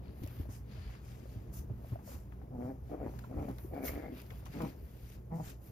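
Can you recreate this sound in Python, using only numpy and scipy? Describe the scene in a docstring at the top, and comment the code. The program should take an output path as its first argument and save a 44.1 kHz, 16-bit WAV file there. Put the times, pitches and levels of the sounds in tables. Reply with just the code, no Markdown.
"""A wavering machine hum and soft rustling come first, soon joined by thumps and taps; growls enter later.
Puppies wrestle on a blanket over a hard floor: thumps are low decaying rings with a puff, taps short damped
rings with noisy cracks, fur and cloth make friction noise, and snaps are brief noise bursts.
The growls are source and filter: uneven vocal pulses and gated breath ring the throat resonances.
Two spaced ports hear all of it, direct and scattered, as a sum and a difference."""
import sys
import numpy as np
from scipy import signal
from scipy.fft import rfft, irfft, next_fast_len
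from scipy.io import wavfile
from scipy.ndimage import uniform_filter1d, map_coordinates

SR = 44100
rng = np.random.default_rng(int(sys.argv[2]) if len(sys.argv) > 2 else 0)


def generate_wav(signal):
    """Clip the signal to [-1, 1] and save it as 16-bit WAV at the path in sys.argv[1]."""
    frames = np.transpose(np.atleast_2d(signal))
    scaled = np.clip(frames, -1, 1) * 32767
    pcm = np.round(scaled).astype(np.int16)
    wavfile.write(sys.argv[1], SR, pcm)


N = 251811


def amp(db):
    """Level to gain: 20 dB is a factor of ten in amplitude."""
    return 10 ** (np.asarray(db) / 20)


def unit(x):
    """Normalization of x to rms 1."""
    return x / np.sqrt(np.mean(x ** 2) + 1e-20)


def along(points, hz):
    """Linear interpolation of (frequency [Hz], value, ...) points on a logarithmic frequency axis."""
    f, *columns = np.transpose(points)
    return np.squeeze([np.interp(np.log(hz + 1), np.log(f + 1), c) for c in columns])


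def curves(rows):
    """Linear interpolation in time: one value per sample for each column after the time."""
    s, *columns = np.transpose(rows)
    return [np.interp(np.arange(N) / SR, s, c) for c in columns]


def wobble(rate):
    """Band-limited random modulation: a smooth curve through random knots, rate of them a second."""
    knots = rng.standard_normal(int(N * rate / SR) + 4)
    return map_coordinates(knots, [np.arange(N) * rate / SR])


def filtered(x, response):
    """Linear filtering: the spectrum of x times a complex response of frequency."""
    m = next_fast_len(len(x) + 8192)
    return irfft(rfft(x, m) * response(np.fft.rfftfreq(m, 1 / SR)), m)[..., :len(x)]


def modes(table):
    """Superposed second-order resonances (frequency [Hz], width [Hz], level [dB]) of alternating sign."""
    def response(f):
        total = 0
        for k, (center, width, db) in enumerate(table):
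            resonance = 1j * f * width / (center * center - f * f + 1j * f * width)
            total = total + (-1) ** k * amp(db) * resonance
        return total
    return response


def rush(spectrum, patchy_db, grain_db):
    """Friction noise of rms 1: random gain patches in time and frequency, a fast flicker, then a spectrum."""
    z = signal.stft(rng.standard_normal(N), nperseg=512)[2]
    field = uniform_filter1d(uniform_filter1d(rng.standard_normal(z.shape), 8, 0), 8, 1)
    patchy = signal.istft(z * amp(patchy_db * unit(field)), nperseg=512)[1][:N]
    grainy = patchy * amp(grain_db * wobble(400))
    return unit(filtered(grainy, lambda hz: amp(along(spectrum, hz))))


def room():
    """Continuous background of changing level: hum tones and resonant noise under a dull shuffle of many paws."""
    # background levels: (time [s], hum [dB], low shuffle [dB])
    background = [(0, -51.5, -46.5), (.38, -45, -55), (.6, -46, -56), (1, -50.5, -53), (1.43, -46, -50),
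                  (1.9, -47, -52.5), (2.35, -47.5, -52), (2.64, -53, -43.5), (2.81, -50, -52),
                  (3.12, -45.5, -47), (3.26, -45, -53), (3.39, -59, -37), (3.51, -45, -52.5),
                  (3.9, -55.5, -43.5), (4.26, -47, -54), (4.61, -50, -48.5), (5.06, -52, -55),
                  (5.34, -49.5, -53), (5.71, -56, -50)]
    # wavering tones: (frequency [Hz], level re hum [dB], depth of waver [dB])
    tones = [(59.3, 0, 1.8), (119, -5, 3)]
    # room resonances under the hum: (frequency [Hz], width [Hz], level [dB])
    resonances = [(77, 19.2, 5.5), (159.5, 11, -7), (191, 12, -3.5)]
    # shape of the shuffle's spectrum: (frequency [Hz], density [dB per Hz])
    shuffle_spectrum = [(18, -49), (30, -19.5), (48, 1), (70, 3), (92, -5.5), (123, -3.5), (223, -19),
                        (395, -17), (668, -24), (7000, -68), (9100, -78), (15400, -120)]
    hum_db, shuffle_db = curves(background)
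    t = np.arange(N) / SR
    hum = np.zeros(N)
    for hz, db, waver_db in tones:
        level = amp(db + waver_db * wobble(14))
        hum += level * np.sin(2 * np.pi * hz * t + .7 * wobble(11))
    # the second factor cuts below about 45 Hz
    drone = unit(filtered(rng.standard_normal(N), lambda hz: modes(resonances)(hz) * hz ** 2 / (hz ** 2 + 45 ** 2)))
    shuffle = rush(shuffle_spectrum, patchy_db=1, grain_db=1.5) * amp(wobble(12))
    drone_db = -8.0
    return amp(hum_db) * (hum + amp(drone_db) * drone) + amp(shuffle_db) * shuffle


def rustle():
    """Friction of cloth on floor and fur on fur: stroke powers add, and each rises, holds and falls."""
    # strokes: (start of full level [s], rise [s], hold [s], fall [s], cloth [dB], fur [dB], sheen re fur [dB])
    strokes = [(0.059, 0.13, .01, 0.41, -65, -94, -2), (0.227, 0.22, 0.19, 0.13, -62, -72, 8),
               (0.51, 0.038, 0.057, 0.088, -66, -55.5, -7), (0.717, 0.097, 0.23, 0.18, -58, -70, -5),
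               (1.056, 0.081, 0.054, 0.61, -63, -62.5, -8), (1.316, .2, 0.023, 0.27, -64.5, -66.5, -4),
               (1.537, 0.025, 0.054, 0.085, -64.5, -53.5, -2), (1.893, 0.22, 0.0082, 0.16, -64.5, -66.5, 1),
               (2.076, 0.082, 0.053, 0.17, -60.5, -54, -5), (2.65, 0.22, .02, 0.21, -71, -66, -5.5),
               (2.888, 0.16, 0.022, 0.28, -70.5, -73, -2), (3.093, 0.2, 0.13, 0.21, -68.5, -68, -3),
               (3.402, 0.39, 0.17, 0.059, -68, -67, -2.5), (3.595, 0.034, 0.068, 0.19, -70, -69, 7),
               (3.742, 0.031, 0.057, 0.11, -66, -68.5, 1), (3.855, 0.043, 0.031, 0.073, -47.5, -46.5, 4.5),
               (3.914, .03, 0.0098, 0.33, -55, -62, 1), (4.185, 0.12, 0.021, 0.082, -54, -66.5, 6.5),
               (4.37, 0.68, 0.032, 0.1, -64, -68.5, 2.5), (4.462, 0.013, 0.0051, 0.027, -54.5, -54.5, -10),
               (4.536, 0.14, 0.16, 0.12, -57, -60.5, -3.5), (4.787, 0.19, 0.22, 0.29, -71, -78, 8.5),
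               (5.105, 0.55, 0.042, 0.11, -62.5, -63.5, -2.5), (5.356, 0.072, 0.067, .1, -72, -62.5, -7),
               (5.459, 0.09, 0.044, 0.081, -55.5, -52, -7.5), (5.646, 0.1, 0.045, .1, -67, -65.5, 1)]
    # shape of the dragged cloth's spectrum: (frequency [Hz], density [dB per Hz])
    drag_spectrum = [(500, -10), (1200, -6), (1700, -2), (2500, -1), (3500, -4.5), (4700, -4), (5500, -12),
                     (6200, -13), (16000, -40)]
    # shape of the brushing fur's spectrum: (frequency [Hz], density [dB per Hz])
    hiss_spectrum = [(1500, 1), (3500, -4), (5500, 8.5), (8500, 9.5), (11000, 2), (13800, 10), (15000, 1.5),
                     (16000, -26)]
    fade_db = 27  # change of level over one rise or fall
    idle_cloth_db, idle_fur_db = -93.5, -80  # fidgeting between strokes
    sheen_hz = 9000  # the brighter part of the hiss lies above this
    t = np.arange(N) / SR
    power = np.ones((3, N)) * amp([[idle_cloth_db], [idle_fur_db], [idle_fur_db]]) ** 2
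    for s, rise, hold, fall, cloth_db, fur_db, sheen_db in strokes:
        outside = np.maximum((s - t) / abs(rise), (t - s - hold) / abs(fall))
        shape_db = -fade_db * np.maximum(0, outside)
        power = power + amp(shape_db) ** 2 * amp([[cloth_db], [fur_db], [fur_db + sheen_db]]) ** 2
    drag = rush(drag_spectrum, patchy_db=1.2, grain_db=2)
    hiss = rush(hiss_spectrum, patchy_db=1.8, grain_db=1.3)
    sheen = filtered(hiss, lambda hz: hz > sheen_hz)
    return np.sum(np.sqrt(power) * [drag, hiss - sheen, sheen], axis=0)


def snaps():
    """Sudden release of tension: threads and claws let go with milliseconds of noise in a broad resonance."""
    # sharp cloth snaps: (time [s], initial level of the noise before its resonance [dB])
    releases = [(0.236, -38.5), (0.241, -39), (0.263, -43), (0.275, -38.5), (0.3621, -51), (3.1916, -38.5),
                (3.4247, -53), (3.4893, -42), (3.513, -45), (3.5848, -41), (3.8804, -48), (4.218, -39.5),
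                (4.237, -53), (4.265, -48), (4.439, -55), (4.457, -42), (4.62, -35)]
    out, t = np.zeros(N + SR), np.arange(600) / SR
    t60 = 0.0085  # s
    for s, db in releases:
        out[round(s * SR):][:len(t)] += amp(db - 60 * t / t60) * rng.standard_normal(len(t))
    return filtered(out[:N], modes([(3950, 4200, 0.1)]))


def taps():
    """Short damped rings, each with a noisy crack of like pitch and a dull scuff."""
    # short rings: claws, jaws, small squeaks and catches of the growling voice:
    # (time [s], level [dB], ring frequency [Hz], crack re ring [dB])
    short_rings = [(0.236, -33.5, 291, -25), (0.263, -44, 594, -25), (0.397, -36.5, 298, -23),
                   (0.454, -45, 620, -16), (0.489, -42.5, 268, -6), (0.773, -49, 635, -21),
                   (0.894, -54.5, 540, 2), (1.256, -44, 540, -13), (1.698, -44.5, 630, -16),
                   (1.845, -43, 654, -24), (1.92, -42, 280, -4.5), (1.957, -36, 664, -19),
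                   (1.989, -48.5, 855, -6), (2.075, -43, 640, -12), (2.088, -41.5, 550, -10),
                   (2.116, -46, 480, -2), (2.144, -43.5, 271, -7), (2.322, -56.5, 1260, 3),
                   (2.416, -48.5, 776, -8.5), (2.895, -47.5, 710, -6), (2.914, -36.5, 630, -16),
                   (3.138, -51.5, 764, 0), (3.19, -63, 1400, 12), (3.24, -45.5, 1380, -8),
                   (3.245, -43.5, 1006, -9.5), (3.485, -35.5, 579, -9), (3.584, -59, 1220, 12),
                   (3.646, -34.5, 342, -27), (3.882, -29.5, 2140, -12), (4.305, -50, 1870, 6.5),
                   (4.425, -54.5, 610, 3), (4.463, -54, 890, 7), (4.605, -43, 1040, -3)]
    ring_t60_s, damping = 0.034, 0.17  # ring at 600 Hz; higher rings die sooner by this power
    crack_t60_s = 0.1  # the ring's own decay shortens the crack further
    # dull scuff: level re crack, and (frequency [Hz], width [Hz], level [dB])
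    scuff_db, scuff_t60_s, scuff_modes = -5, 0.14, [(716, 660, 0)]
    out, t = np.zeros(N + SR), np.arange(SR // 8) / SR
    for s, db, hz, crack_db in short_rings:
        start = round(s * SR)
        t60 = ring_t60_s * (600 / hz) ** damping
        ring = np.sin(2 * np.pi * hz * t) * (1 - np.exp(-t * hz / 0.45))  # soft onset
        crack_band = modes([(1.1 * hz, 1.2 * hz, 0)])
        crack = unit(filtered(rng.standard_normal(len(t)), lambda f: crack_band(f) ** 2))
        crack = crack * amp(crack_db - 60 * t / crack_t60_s)
        out[start:][:len(t)] += amp(db - 60 * t / t60) * (ring + crack)
        scuff = unit(filtered(rng.standard_normal(len(t)), modes(scuff_modes)))
        scuff = scuff * (1 - np.exp(-t / 0.0078))
        out[start:][:len(t)] += amp(db + crack_db + scuff_db - 60 * t / scuff_t60_s) * scuff
    return out[:N]


def thumps():
    """Decay of a low mode: a damped ring, rising gently, with a dull puff of noise."""
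    # low thumps, some faint and of unclear cause:
    # (time [s], peak of the ring [dB], ring frequency [Hz], decay time t60 [s])
    low_rings = [(0.218, -35.5, 114, 0.017), (0.232, -34.5, 89.8, 0.16), (0.399, -30, 72.4, 0.064),
                 (0.486, -40.5, 101, 0.18), (0.601, -40.5, 109, 0.13), (0.78, -39.5, 84.6, 0.24),
                 (0.857, -36, 58, 0.2), (1.36, -37.5, 105.7, 0.13), (1.587, -38.5, 72, 0.15),
                 (1.704, -32.5, 106, 0.06), (1.777, -38.5, 69.5, 0.08), (1.921, -30.5, 110, 0.071),
                 (2.145, -39, 78.6, 0.13), (2.821, -41.5, 69.5, 0.1), (3.358, -34.5, 62, 0.2),
                 (3.677, -45, 74, 0.12), (4.316, -41, 97, 0.064), (4.496, -43.5, 133, 0.06),
                 (4.815, -40.5, 69.3, 0.22), (5.031, -39, 63, 0.082), (5.474, -36.5, 70.4, 0.03)]
    # dull puff: level re ring peak, and (frequency [Hz], width [Hz], level [dB])
    puff_db, puff_t60_s, puff_modes = -15, .09, [(270, 320, 0)]
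    out, t = np.zeros(N + SR), np.arange(SR // 4) / SR
    for s, db, hz, t60 in low_rings:
        ring = np.sin(2 * np.pi * hz * t) * amp(-60 * t / t60) * (1 - np.exp(-t * hz / 0.85))
        puff = unit(filtered(rng.standard_normal(len(t)), lambda f: modes(puff_modes)(f) ** 2))
        puff = puff * amp(puff_db - 60 * t / puff_t60_s) * (1 - np.exp(-t / 0.0055))
        out[round(s * SR):][:len(t)] += amp(db) * (ring / np.abs(ring).max() + puff)
    return out[:N]


def walls(x):
    """Reverberation: convolution with a short, exponentially decaying noise tail."""
    level_db, t60_s = -8.5, 0.25
    t = np.arange(SR // 3) / SR
    tail = amp(-60 * t / t60_s) * rng.standard_normal(len(t)) * (t > .004)  # silent for the first 4 ms
    return amp(level_db) * signal.fftconvolve(x, tail / np.linalg.norm(tail))[:N]


def slapping_folds():
    """Subharmonic relaxation: loose folds slap shut at a slow beat, and the voice sags until the next slap."""
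    # slapping spells: (first [s], last [s], slaps a second [1/s], sag from slap to slap [dB])
    spells = [(3.366, 3.45, 51, 7), (3.851, 4.1, 48.1, 8)]
    t, slap, sag_db = np.arange(N) / SR, np.zeros(N), np.zeros(N)
    for first, last, rate, depth_db in spells:
        beat = ((t - first) * rate % 1) * (t > first) * (t < last)
        sag_db -= depth_db * (beat - .5) * (beat > 0)
        slap[1:] += (np.diff(beat) < -.5) * amp(rng.normal(0, 1, N - 1))  # one pulse where the beat wraps
    return slap, sag_db


def throat_band(source, table, mouth_db, jaw_motion, sway):
    """Vocal-tract filtering at rms 1: resonances move between two tunings as the jaw opens."""
    # the response is squared: each resonance acts twice, doubling its dB
    low, high = (filtered(source, lambda hz: modes(table)(hz * k) ** 2) for k in (1 + sway, 1 - sway))
    opening = unit(mouth_db - mouth_db.mean()) + jaw_motion  # with effort, and at random
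    turn = np.pi / 4 * (1 + np.tanh(opening))
    return unit(np.cos(turn) * low + np.sin(turn) * high)


def growls():
    """Source-filter phonation: uneven vocal pulses and gated breath ring chest, mouth and back of the throat."""
    # one table a growl: (time [s], pitch before jitter [Hz], chest level [dB])
    pitch_tables = [
        [(2.5, 117, -73), (2.534, 127.9, -50.5), (2.57, 118.4, -47.5), (2.662, 123.4, -51), (2.7, 135.6, -44.5),
         (2.75, 134, -77)],
        [(2.89, 135.4, -64), (2.925, 150.3, -50.5), (2.95, 151.9, -45.5), (2.986, 141.6, -68),
         (3.014, 133.7, -60), (3.044, 124.3, -51), (3.064, 117.4, -49.5), (3.11, 135, -64)],
        [(3.28, 134, -80), (3.314, 131.6, -54), (3.402, 145.6, -48), (3.424, 145.3, -54), (3.478, 139.3, -49),
         (3.496, 139.5, -38.5), (3.54, 139, -64)],
        [(3.7, 161.3, -63), (3.716, 157.5, -53), (3.776, 138.3, -48.5), (3.83, 142, -48.5),
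         (3.91, 147.6, -62.5), (3.97, 145.1, -54), (4.02, 141.7, -55), (4.046, 149.1, -63), (4.115, 153.2, -49),
         (4.142, 130.4, -52), (4.2, 124.3, -68)],
        [(4.53, 134.6, -80), (4.55, 142.7, -45), (4.59, 147, -50.5), (4.615, 168.5, -41.5),
         (4.642, 155.2, -38.5), (4.668, 138, -47), (4.69, 128, -65)],
        [(5.3, 163.9, -69), (5.322, 164.6, -41), (5.345, 157.2, -44), (5.368, 165.6, -44.5),
         (5.39, 152.8, -44.5), (5.424, 150.5, -45.5), (5.445, 150, -65)],
    ]
    # one table a growl: (time [s], mouth level [dB], open jaw level [dB], rasp level [dB])
    snarl_tables = [
        [(2.5, -67, -82, -95), (2.526, -59, -80, -90), (2.552, -51.5, -77, -91), (2.57, -54, -79, -80),
         (2.596, -55, -78, -83), (2.622, -48.5, -62, -63), (2.638, -52.5, -65, -73), (2.7, -46.5, -63.5, -66),
         (2.72, -55, -74, -75), (2.735, -72, -84, -95)],
        [(2.89, -55, -85, -79), (2.908, -61, -80, -81), (2.917, -46, -68, -70), (2.946, -46, -63, -65),
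         (2.966, -61, -74, -75), (2.974, -61, -69, -73), (2.984, -57, -72, -73), (3.014, -46.5, -65, -65.5),
         (3.07, -46, -65, -65), (3.11, -69, -76, -74)],
        [(3.28, -66, -76, -77), (3.286, -68, -85, -77), (3.324, -49.5, -64, -70), (3.362, -62, -68, -75),
         (3.368, -46.5, -67, -71), (3.398, -46, -58, -61), (3.416, -50.5, -61, -66), (3.478, -55, -73, -66),
         (3.496, -48.5, -58, -71), (3.54, -77, -69, -68)],
        [(3.7, -73, -88, -91), (3.714, -48, -79, -69), (3.756, -44.5, -58, -57.5), (3.836, -46, -62, -57),
         (3.888, -52, -64, -49.5), (3.908, -53.5, -63, -60.5), (4.062, -51, -63, -57.5),
         (4.086, -53.5, -76, -59), (4.162, -66.5, -72, -72), (4.2, -53, -67, -68)],
        [(4.53, -65, -79, -69), (4.536, -70, -79, -73), (4.558, -53, -61, -65), (4.588, -50, -63, -71),
         (4.596, -56, -72, -72), (4.608, -42.5, -52, -55), (4.664, -47, -58.5, -60.5), (4.69, -72, -75, -69)],
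        [(5.3, -69, -91, -95), (5.31, -63, -75, -78), (5.318, -46.5, -74, -65), (5.33, -48.5, -76, -68),
         (5.368, -53.5, -71, -70), (5.382, -52, -70, -83), (5.39, -54, -74, -73), (5.404, -45, -66, -72),
         (5.426, -64, -82, -78), (5.445, -71, -75, -76)],
    ]
    # In the resonances below, each level is that of one of two passes.
    # one row a growl: (chest [Hz], its width [Hz], mouth [Hz], its width [Hz], mouth level [dB])
    throats = [(248, 88, 766, 200, 4), (268, 210, 776, 230, 5.5), (244, 194, 730, 140, 6.5),
               (274, 150, 722, 180, 5), (227, 130, 955, 160, 1.5), (163, 106, 780, 210, 10)]
    # one row a growl: (rasp frequency [Hz], its width [Hz], level [dB])
    rasps = [(2300, 330, 1), (2350, 550, -1), (2300, 500, 4), (2220, 230, 5), (2360, 450, 8),
             (2050, 400, 6)]
    # one row a growl: (pitch jitter [0-1], basic breath share [0-1], flutter depth [dB],
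    # strong-weak alternation of closures [dB])
    folds = [(.018, .2, 1.2, 0), (.07, .48, 2, 2), (.075, .46, 2.5, 2.5), (.085, .4, 2.5, 2.5),
             (.05, .28, 1.5, 1.5), (.035, .25, 1.5, 1)]
    # lower mouth resonance: (frequency [Hz], width [Hz], level [dB])
    tongue = (337, 350, 0.81)
    # open jaw resonances: (frequency [Hz], width [Hz], level [dB])
    jaw = [(983, 780, 5), (1510, 510, 6.5)]
    # back of the throat: (frequency [Hz], width [Hz], level [dB])
    gullet = (1650, 330, 0)
    sway, sways_per_s = .06, 14  # share by which resonances shift each way; knots of random jaw motion
    out = np.zeros(N)
    slap, sag_db = slapping_folds()
    for rows, snarl, throat, rasp, fold in zip(pitch_tables, snarl_tables, throats, rasps, folds):
        chest_hz, chest_width, mouth_hz, mouth_width, lift_db = throat
        jitter, breath, flutter_db, pair_db = fold
        a, b = int(rows[0][0] * SR), int(rows[-1][0] * SR)
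        pitch, chest_db, mouth_db, jaw_db, rasp_db = (c[a:b] for c in curves(rows) + curves(snarl))
        cycles = np.cumsum(pitch * np.exp(jitter * wobble(90)[a:b])) / SR
        closing = (1 + np.cos(2 * np.pi * cycles)) / 2
        strength_db = flutter_db * np.tanh(wobble(130)[a:b])
        strength_db += pair_db * np.cos(np.pi * cycles)  # every second closure is weaker
        pulses = unit(closing ** 400 * amp(strength_db)) + 30 * slap[a:b]
        puffs = closing ** 0.5 * rng.standard_normal(b - a)  # breath puffs once a cycle
        air = unit(filtered(puffs, lambda hz: hz < 3200))
        # loose folds flap the growl into lumps
        flap = amp(flutter_db * np.tanh(wobble(60)[a:b]) + sag_db[a:b])

        def band(table, share, shift):
            """Mixing of pulses and breath by power share, then resonance."""
            share = np.clip(share, 0, 1)
            source = (np.sqrt(1 - share) * pulses + np.sqrt(share) * air) * flap
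            return throat_band(source, table, mouth_db, wobble(sways_per_s)[a:b], shift)

        voice = amp(chest_db) * band([(chest_hz, chest_width, 0)], breath * 1.2, sway / 2)
        voice += amp(mouth_db) * band([tongue, (mouth_hz, mouth_width, lift_db)], breath, sway)
        voice += amp(jaw_db) * band(jaw, breath + .1, sway)
        voice += amp(rasp_db) * band([gullet, rasp], breath + .15, sway / 2)  # breathier than the mouth
        out[a:b] += voice * signal.windows.tukey(b - a, .04)
    return out + walls(out)


def ports(part):
    """Sum and difference of two ports: the sum nearly vanishes near 8.6 kHz; the difference is part tied to it."""
    # port pair: (frequency [Hz], sum [dB], difference [dB], phase of difference [rad],
    # share of the difference tied to the sum [0-1])
    pair = [(70.4, -1.5, -21, 3, 0.1), (234, 4, -6, 1.44, 0.86), (593, -1.5, -1, 1.37, 0.82),
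            (1015, -3, -2.5, 1.14, 0.6), (2200, -5.5, -8, -0.15, 0.25), (4180, -9, -10.5, 0.6, 0.6),
            (4950, -6, -11, -0.1, 0.4), (7120, -8, -7, -2, 0), (8120, -19.5, -3.5, 2, 1),
            (8620, -40.5, 0, 9, 0), (9815, -4, 1, 6.5, 0), (11150, 1, 3, 0.5, 0.4),
            (11600, 0.5, -1, 3.5, 0.9), (13500, 1, -33, -1, 0.2)]

    def response(hz):
        sum_db, diff_db, phase, tied = along(pair, hz)
        tied = np.clip(tied, 0, 1)
        tied_part = amp(diff_db) * tied * np.exp(1j * phase)
        loose_part = amp(diff_db) * np.sqrt(1 - tied ** 2)
        return (amp(sum_db), tied_part, loose_part)[part]
    return response


def scene():
    """Superposition of direct sound and sound scattered along ever-changing paths, at two spaced ports."""
    voices, rest = growls(), thumps() + taps() + snaps() + rustle() + room()
    facing_db = -1.5  # the growlers stand ahead of the ports: less of them in the difference
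    aside = amp(facing_db) * voices + rest
    z = signal.stft(aside, nperseg=1024)[2]
    paths = uniform_filter1d(uniform_filter1d(rng.standard_normal(z.shape), size=5, axis=0), size=3, axis=1)
    # floor and walls scatter: random phases, smooth in time and frequency
    scattered = signal.istft(z * np.exp(2j * unit(paths)), nperseg=1024)[1][:N]
    scattered_db = 2.0
    mid = filtered(voices + rest, ports(part=0))
    side = filtered(aside, ports(part=1)) + amp(scattered_db) * filtered(scattered, ports(part=2))
    return np.array([mid + side, mid - side])


def record(dry):
    """Band limitation: nothing passes at or above the top frequency."""
    top_hz = 15805
    return np.array([filtered(x, lambda hz: hz < top_hz) for x in dry])


dry = scene()
out = record(dry)
generate_wav(out)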